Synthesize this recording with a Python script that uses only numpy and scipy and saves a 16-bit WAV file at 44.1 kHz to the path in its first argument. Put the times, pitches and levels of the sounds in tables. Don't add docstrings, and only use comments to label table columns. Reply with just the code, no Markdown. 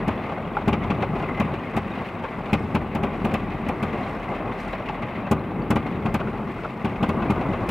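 import sys
import numpy as np
from scipy import signal
from scipy.fft import rfft, irfft, next_fast_len
from scipy.io import wavfile

SR = 44100
rng = np.random.default_rng(int(sys.argv[2]) if len(sys.argv) > 2 else 0)


def makeup_ratio(level_db):
    decades = np.asarray(level_db, float) / 20
    return 10 ** decades


def waveform_to_disk(signal):
    frames = np.transpose(np.atleast_2d(signal))
    scaled = np.clip(frames, -1, 1) * 32767
    samples = np.round(scaled).astype(np.int16)
    wavfile.write(sys.argv[1], SR, samples)


N = 339570

# frequency in Hz, density in dB per Hz.
HISS_SPECTRUM = [(3000, -18.5), (6000, -10), (10000, 2), (13000, 1.5), (15500, -2)]
# frequency in Hz, left over right in dB.
PORT_BALANCE = [(200, 1.7), (600, 1.1), (2000, 1.8), (6000, 3.2), (13000, 1.7)]
# frequency in Hz, likeness 0-1.
PORT_LIKENESS = [(300, 0.99), (1000, 0.99), (2000, .92), (4500, 0.74), (12000, 0.98)]
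# frequency in Hz, likeness 0-1.
FRAME_LIKENESS = [(3000, 0.54), (12000, 0.65)]

# time in seconds, level in dB.
FAR_BARRAGE = [(0, -31.5), (.4, -34), (1.1, -29), (2.2, -36.5), (3.2, -30.5), (4, -32.5), (4.8, -35),
               (5.5, -31.5), (6.1, -31), (6.7, -35.5), (7.3, -27), (7.7, -31)]
# time in seconds, crackle in dB, sizzle of the nearest in dB.
BURNING_STARS = [(0.0, -42, -72), (0.66, -44, -73), (0.79, -42.5, -73.5), (2.1, -43.5, -69),
                 (2.27, -43.5, -71.5), (2.59, -44.5, -66), (3.0, -46.5, -79), (3.15, -43, -70),
                 (3.64, -44, -72.5), (4.03, -40, -65), (4.33, -43, -70), (4.76, -42.5, -70),
                 (5.25, -43.5, -75), (5.51, -46.5, -80), (5.96, -45, -74), (6.63, -46.5, -69),
                 (7.25, -42, -72), (7.7, -41.5, -67)]
# centre in seconds, half width in seconds, crackle in dB, sizzle in dB.
STAR_FLARES = [
    (1.22, 0.062, -54, -70),
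    (1.98, 0.052, -42, -74),
    (4.63, .06, -43, -61),
    (6.7, 0.038, -46, -70),
]

# frequency in Hz, density in dB per Hz.
RUMBLE_SPECTRUM = [(20, -52), (31, -29.5), (42, 1), (62, -15), (87, -5.5), (105, -5), (125, -4),
                   (160, -3.5), (200, -1), (250, -4), (310, -7.5), (394, -7.5), (450, -14), (900, -64.5)]
ROAR_SPECTRUM = [(240, -18), (400, -4.5), (499, -1.5), (826, -1.5), (928, -5), (1150, -2.5), (1270, -8),
                 (1600, -13.5), (2080, -50), (3520, -120)]
CRACKLE_SPECTRUM = [(900, -48), (1600, -12.5), (2090, -4.5), (2300, -10.5), (2550, -9), (2900, -17),
                    (3800, -25), (5000, -38.5), (7000, -51), (12000, -51)]
SIZZLE_SPECTRUM = [(2500, -37), (4000, -4.5), (5000, -6), (6500, -12.5), (8000, -12.5), (11000, -19),
                   (15500, -23)]
SNAP_SPECTRUM = [(900, -17), (1600, -13), (2100, -8.5), (2550, -6.5), (3000, -14), (3800, -23),
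                 (5000, -33.5), (7000, -42), (12000, -62)]
RATTLE_SPECTRUM = [(2500, -44), (4500, -5), (7000, -6), (10000, -9), (12500, -8.5), (15500, -16.5)]

# time in seconds, peak in dB, pitch in Hz.
LAUNCH_TUBES = [
    (0.5701, -14.5, 1380),
    (6.2158, -23.5, 1406),
    (6.2741, -24.5, 1390),
    (6.5914, -29, 1400),
    (6.6500, -23, 1350),
    (0.57, -15.5, 830),
    (2.239, -23, 902),
    (4.897, -19.5, 852),
]
# time in seconds, peak in dB.
CRACKER_STRING = [
    (1.0286, -25),
    (1.1947, -35),
    (1.2211, -29),
    (1.2316, -31),
    (1.287, -29),
    (1.3084, -26),
    (1.3458, -29),
    (1.3723, -26),
    (1.3894, -25),
]
# time in seconds, peak in dB, pitch in Hz.
SPLITTING_STARS = [(0.3804, -53.5, 4280), (1.0505, -49, 4170), (1.1892, -44, 3580), (1.2378, -58, 4350),
                   (1.9183, -38, 3754), (2.504, -43.5, 4110), (2.6646, -56, 4010), (4.0383, -38.5, 4070),
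                   (4.3513, -50.5, 3930), (4.6147, -50, 3670), (4.732, -36, 3930), (5.1467, -66.5, 4330),
                   (5.3926, -45.5, 4070), (5.6211, -44, 4530)]
# time in seconds, knock peak in dB.
HIDDEN_CRACKERS = [(.2319, -32), (0.291, -22.5), (.566, -21), (1.1554, -22), (1.7406, -27), (2.4935, -25),
                   (3.1358, -27.5), (4.3121, -23.5), (4.3507, -24), (5.3927, -33), (5.4565, -45.5),
                   (5.5043, -27), (5.6174, -29), (6.33, -26.5), (6.645, -24), (6.817, -32), (7.3544, -25)]
# time in seconds, snap peak in dB, knock over snap in dB.
NEAR_CRACKERS = [(0.2626, -35, 7), (0.3155, -31.5, 11), (.609, -31, 8), (1.344, -33, -9),
                 (0.8354, -25, -0.5), (1.0217, -19.5, 4), (1.195, -29, 4.5), (1.224, -27, 7),
                 (1.287, -32, 7.5), (1.3718, -28, 5), (1.5364, -27.5, -0.5), (1.9514, -29.5, -2.5),
                 (2.0852, -31, -19), (2.1875, -34, 1), (2.2374, -26.5, 7), (2.4555, -28, -3),
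                 (3.3122, -28, 5.5), (5.1467, -35, -12.5), (4.727, -25, 4), (4.857, -27.5, -6),
                 (4.8857, -23, -7.5), (5.021, -26.5, -1), (5.264, -31.5, 9), (5.863, -26.5, 1),
                 (6.1978, -26, 5), (6.6325, -30, 5.5), (6.9566, -31.5, -3.5), (7.2183, -30, 8),
                 (7.4098, -27, 5.5), (7.5313, -26, 5)]
# time in seconds, peak in dB.
FAR_SHELLS = [(0.29, -23), (0.776, -18), (0.854, -18), (1.017, -17), (1.093, -20), (1.446, -20),
              (2.371, -24), (2.638, -15.5), (3.464, -21.5), (3.53, -26), (3.983, -19), (5.235, -24),
              (5.945, -17), (6.258, -17), (6.912, -20), (7.215, -18), (7.489, -13)]
# time in seconds, blast strength 0-1, snap peak in dB, rattle peak in dB.
NEAR_SHELLS = [(0.0776, 0.53, -21, -43), (0.6757, 0.7, -18, -37), (.7261, 0.4, -17, -44.5),
               (0.8994, .44, -18, -48), (1.3981, 0.53, -18.5, -42), (1.7631, 0.45, -19, -37.5),
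               (2.5287, .73, -13, -36), (2.7469, .63, -17, -40.5), (2.9489, .39, -22.5, -41),
               (3.0304, 0.5, -20.5, -42.5), (3.2443, .43, -21, -40), (3.3371, 0.4, -17.5, -39.5),
               (3.6846, .31, -23, -42.5), (3.8252, .37, -20.5, -43), (5.3109, 0.84, -17.5, -32.5),
               (5.7032, 0.7, -16.5, -32.5), (5.7559, .58, -19.5, -40), (6.0542, .36, -22, -48),
               (6.1402, 0.4, -17.5, -36), (6.8445, 0.4, -20, -41), (7.0259, .48, -18.5, -40.5),
               (7.0884, .44, -21, -43), (7.2987, .58, -20, -38.5), (7.6871, 0.3, -17.1, -35)]

# frequency in Hz, gain, T60 in seconds.
PANE_MODES = [(82, -.14, .3), (117, -.24, .125), (160, .14, .3), (228, .58, .054), (293, .09, .14),
              (382, .2, .13), (550, .07, .18), (751, .12, .04), (851, -.19, .036), (1210, -.02, .24),
              (1461, -.03, .06)]
# delay in seconds, gain.
WALL_ECHOES = [
    (0, 1),
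    (.00583, .48),
    (.00789, -.28),
    (.00984, .78),
]


def unit(x):
    return x / np.sqrt(np.mean(x ** 2) + 1e-20)


def along(points, hz):
    f, v = np.transpose(points)
    return np.interp(np.log(hz + 1), np.log(f + 1), v)


def curves(rows):
    s, *columns = np.transpose(rows)
    return [np.interp(np.arange(N) / SR, s, column) for column in columns]


def filtered(x, response):
    m = next_fast_len(N + 8192)
    return irfft(rfft(x, m) * response(np.fft.rfftfreq(m, 1 / SR)), m)[..., :N]


def noise(spectrum, envelope, alike=PORT_LIKENESS):
    density = makeup_ratio(along(spectrum, np.linspace(0, SR / 2, 4096)))
    scale = np.sqrt(np.mean(density ** 2))

    def colour(hz):
        angle = np.arccos(np.clip(along(alike, hz), 0, 1)) / 2
        return makeup_ratio(along(spectrum, hz)) / scale * [np.cos(angle), np.sin(angle)]

    mid, side = filtered(envelope * rng.standard_normal((2, N)), colour)
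    return np.array([mid + side, mid - side])


def spikes(times, sizes):
    at = np.round(np.multiply(times, SR)).astype(int)
    return np.bincount(np.clip(at, 0, N - 1), sizes, N)


def bursts(impulses, rise, hold, t60):
    t = np.arange(SR // 4) / SR
    shape = (1 - np.exp(-t / rise)) * makeup_ratio(-60 * np.clip(t - hold, 0, None) / t60)
    return np.sqrt(np.abs(signal.fftconvolve(impulses ** 2, shape ** 2)[:N]))


def swarm(count, spread_db):
    moment, size = rng.random((count, 2)).T
    return spikes(moment * N / SR, makeup_ratio(-spread_db * size))


def rings(times, sizes, hz, cycles):
    t = np.arange(SR // 40) / SR
    age = t * (hz / cycles)[:, None]
    tones = sizes[:, None] * age * np.exp(1 - age) * np.sin(2 * np.pi * hz[:, None] * t)
    at = np.round(times * SR).astype(int)[:, None] + np.arange(len(t))
    return np.bincount(at.ravel(), tones.ravel(), N + SR)[:N]


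def sparks(spectrum, lo_hz, hi_hz, count, spread_db):
    when, pitch, size, life, side = rng.random((count, 5)).T
    hz = lo_hz * (hi_hz / lo_hz) ** pitch
    gain = makeup_ratio(along(spectrum, hz) - spread_db * size) * np.sqrt(hz)
    cycles = 3.0 + 9 * life
    left = rings(when * N / SR, gain * (0.52 + 1.1 * side), hz, cycles)
    right = rings(when * N / SR, gain * (1.4 - 0.76 * side), hz, cycles)
    return unit(np.array([left, right]))


def pane(blasts):
    t = np.arange(SR // 3) / SR
    ring = sum(g * np.sin(2 * np.pi * hz * t) * makeup_ratio(-60 * t / t60) for hz, g, t60 in PANE_MODES)
    ring = ring * (1 - np.exp(-t / .0006))
    heard = signal.fftconvolve(spikes(*np.transpose(WALL_ECHOES))[:SR // 50], ring)
    return filtered(signal.fftconvolve(blasts, heard)[:N], lambda hz: 1 / (1 + (hz / 2500) ** 6))


def street_roll():
    rise_s, t60_s = 0.094, 2.44
    t = np.arange(2 * SR) / SR
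    echo = (1 - np.exp(-t / rise_s)) * makeup_ratio(-60 * t / t60_s)
    s, strength, _, _ = np.transpose(NEAR_SHELLS)
    return np.abs(signal.fftconvolve(spikes(s, strength) ** 2, echo ** 2)[:N])


def flares():
    s, width, *levels = np.transpose(STAR_FLARES)[..., None]
    glow = np.exp(-((np.arange(N) / SR - s) / width) ** 2)
    return [np.sum(glow * makeup_ratio(db) ** 2, axis=0) for db in levels]


def sky():
    rumble_roll_db, roar_roll_db, roar_mean_db = -27.5, -36.5, -34
    per_crackle_db, per_barrage_db = 0.8, 0.26
    roll = street_roll()
    (far_db,), (crackle_db, sizzle_db) = curves(FAR_BARRAGE), curves(BURNING_STARS)
    steady_db = roar_mean_db + per_crackle_db * (crackle_db - crackle_db.mean())
    steady_db = steady_db + per_barrage_db * (far_db - far_db.mean())
    rumble = np.sqrt(makeup_ratio(far_db) ** 2 + makeup_ratio(rumble_roll_db) ** 2 * roll)
    roar = np.sqrt(makeup_ratio(steady_db) ** 2 + makeup_ratio(roar_roll_db) ** 2 * roll)
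    crackle_flare, sizzle_flare = flares()
    crackle = np.sqrt(makeup_ratio(crackle_db + 1.5) ** 2 + crackle_flare)
    sizzle = np.sqrt(makeup_ratio(sizzle_db + 1.5) ** 2 + sizzle_flare)
    return rumble, roar, crackle, sizzle


def far_rumble(level, dull):
    thumps = unit(pane(swarm(count=420, spread_db=14)))
    return noise(RUMBLE_SPECTRUM, level * makeup_ratio(1.0) * unit(4.1 + dull)) + level * makeup_ratio(-10.0) * thumps


def far_roar(level, dull, stars):
    return noise(ROAR_SPECTRUM, level * unit(3.6 + dull + 0.76 * stars))


def star_crackle(level, sharp, stars):
    bed = noise(CRACKLE_SPECTRUM, level * makeup_ratio(-1.4) * unit(2.5 + sharp + 0.33 * stars))
    return bed + level * makeup_ratio(-9.0) * sparks(CRACKLE_SPECTRUM, 1479, 4280, count=900, spread_db=15.5)


def star_sizzle(level, sharp, stars):
    fine = unit(bursts(swarm(count=500, spread_db=15), rise=.0008, hold=.003, t60=.04))
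    bed = noise(SIZZLE_SPECTRUM, level * makeup_ratio(0.1) * unit(1.0 + .35 * sharp + .6 * stars + .6 * fine))
    return bed + level * makeup_ratio(-7) * sparks(SIZZLE_SPECTRUM, 3890, 9000, count=1200, spread_db=16)


def display():
    rumble, roar, crackle, sizzle = sky()
    dull, sharp = (unit(bursts(swarm(count=260, spread_db=18.0), rise=0.0013, hold=0.0027, t60=0.11))
                   for _ in range(2))
    stars = unit(bursts(swarm(count=2000, spread_db=26.0), rise=0.00047, hold=.00041, t60=0.025))
    low = far_rumble(rumble, dull) + far_roar(roar, dull, stars)
    return low + star_crackle(crackle, sharp, stars) + star_sizzle(sizzle, sharp, stars)


def launch_tubes():
    s, db, hz = np.transpose(LAUNCH_TUBES)
    return rings(s - .002, makeup_ratio(db - 2.5), hz, 2.3 + rng.random(len(s)))


def cracker_string():
    s, db = np.transpose(CRACKER_STRING)
    hz = 2075 * (1 + 0.016 * rng.standard_normal(len(s)))
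    return rings(s - .001, makeup_ratio(db - 4.5), hz, cycles=8.6)


def splitting_stars():
    s, db, hz = np.transpose(SPLITTING_STARS)
    return rings(s - .002, makeup_ratio(db - 7.5), hz, 9 + 3.5 * rng.random(len(s)))


def blasts():
    snap_lag_s = .0018
    full_knock_db, knock_growth = -14, 0.49
    cracker_rattle_db, hidden_snap_db = -32, -8.5
    rows = []
    for s, strength, snap_db, rattle_db in NEAR_SHELLS:
        knock_db = full_knock_db + knock_growth * 20 * np.log10(strength)
        rows.append((s + snap_lag_s, snap_db, knock_db, rattle_db))
    for s, snap_db, knock_over_db in NEAR_CRACKERS:
        rows.append((s, snap_db, snap_db + knock_over_db, snap_db + cracker_rattle_db))
    for s, knock_db in HIDDEN_CRACKERS:
        snap_db = knock_db + hidden_snap_db
        rows.append((s, snap_db, knock_db, snap_db + cracker_rattle_db))
    return np.transpose(rows)


def knocks(s, db):
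    return noise(ROAR_SPECTRUM, bursts(spikes(s, makeup_ratio(db - 5.5)), rise=0.0071, hold=0.015, t60=.06))


def snaps(s, db):
    return noise(SNAP_SPECTRUM, bursts(spikes(s, makeup_ratio(db - 10.5)), rise=0.0014, hold=0.0061, t60=0.089))


def rattles(s, db):
    envelope = bursts(spikes(s - .0015, makeup_ratio(db - 7)), rise=0.00054, hold=0.0036, t60=0.064)
    impacts = unit(bursts(swarm(count=4000, spread_db=17), rise=.0001, hold=.0002, t60=0.0044))
    return noise(RATTLE_SPECTRUM, envelope * unit(0.66 + impacts), FRAME_LIKENESS)


def cracks():
    s, snap_db, knock_db, rattle_db = blasts()
    return knocks(s, knock_db) + snaps(s, snap_db) + rattles(s, rattle_db)


def shells():
    s, db = np.transpose(FAR_SHELLS)
    far = filtered(spikes(s, makeup_ratio(db + 5)), lambda hz: 1 / (1 + 1j * hz / 500) ** 2)
    s, strength, _, _ = np.transpose(NEAR_SHELLS)
    return makeup_ratio(-3.5) * pane(spikes(s, strength) + far)


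def scene():
    pops = launch_tubes() + cracker_string() + splitting_stars()
    return display() + pops + cracks() + shells()


def top_cut(x):
    return signal.sosfilt(signal.butter(12, 15830, fs=SR, output="sos"), x)


def record(dry):
    def response(hz):
        band = (1 - 1 / (1 + (hz / 33) ** 8)) * (hz < 15830)
        return makeup_ratio(along(PORT_BALANCE, hz) * [[.5], [-.5]]) * band

    return top_cut(filtered(dry + noise(HISS_SPECTRUM, makeup_ratio(-77.5)), response))


dry = scene()
out = record(dry)
waveform_to_disk(out)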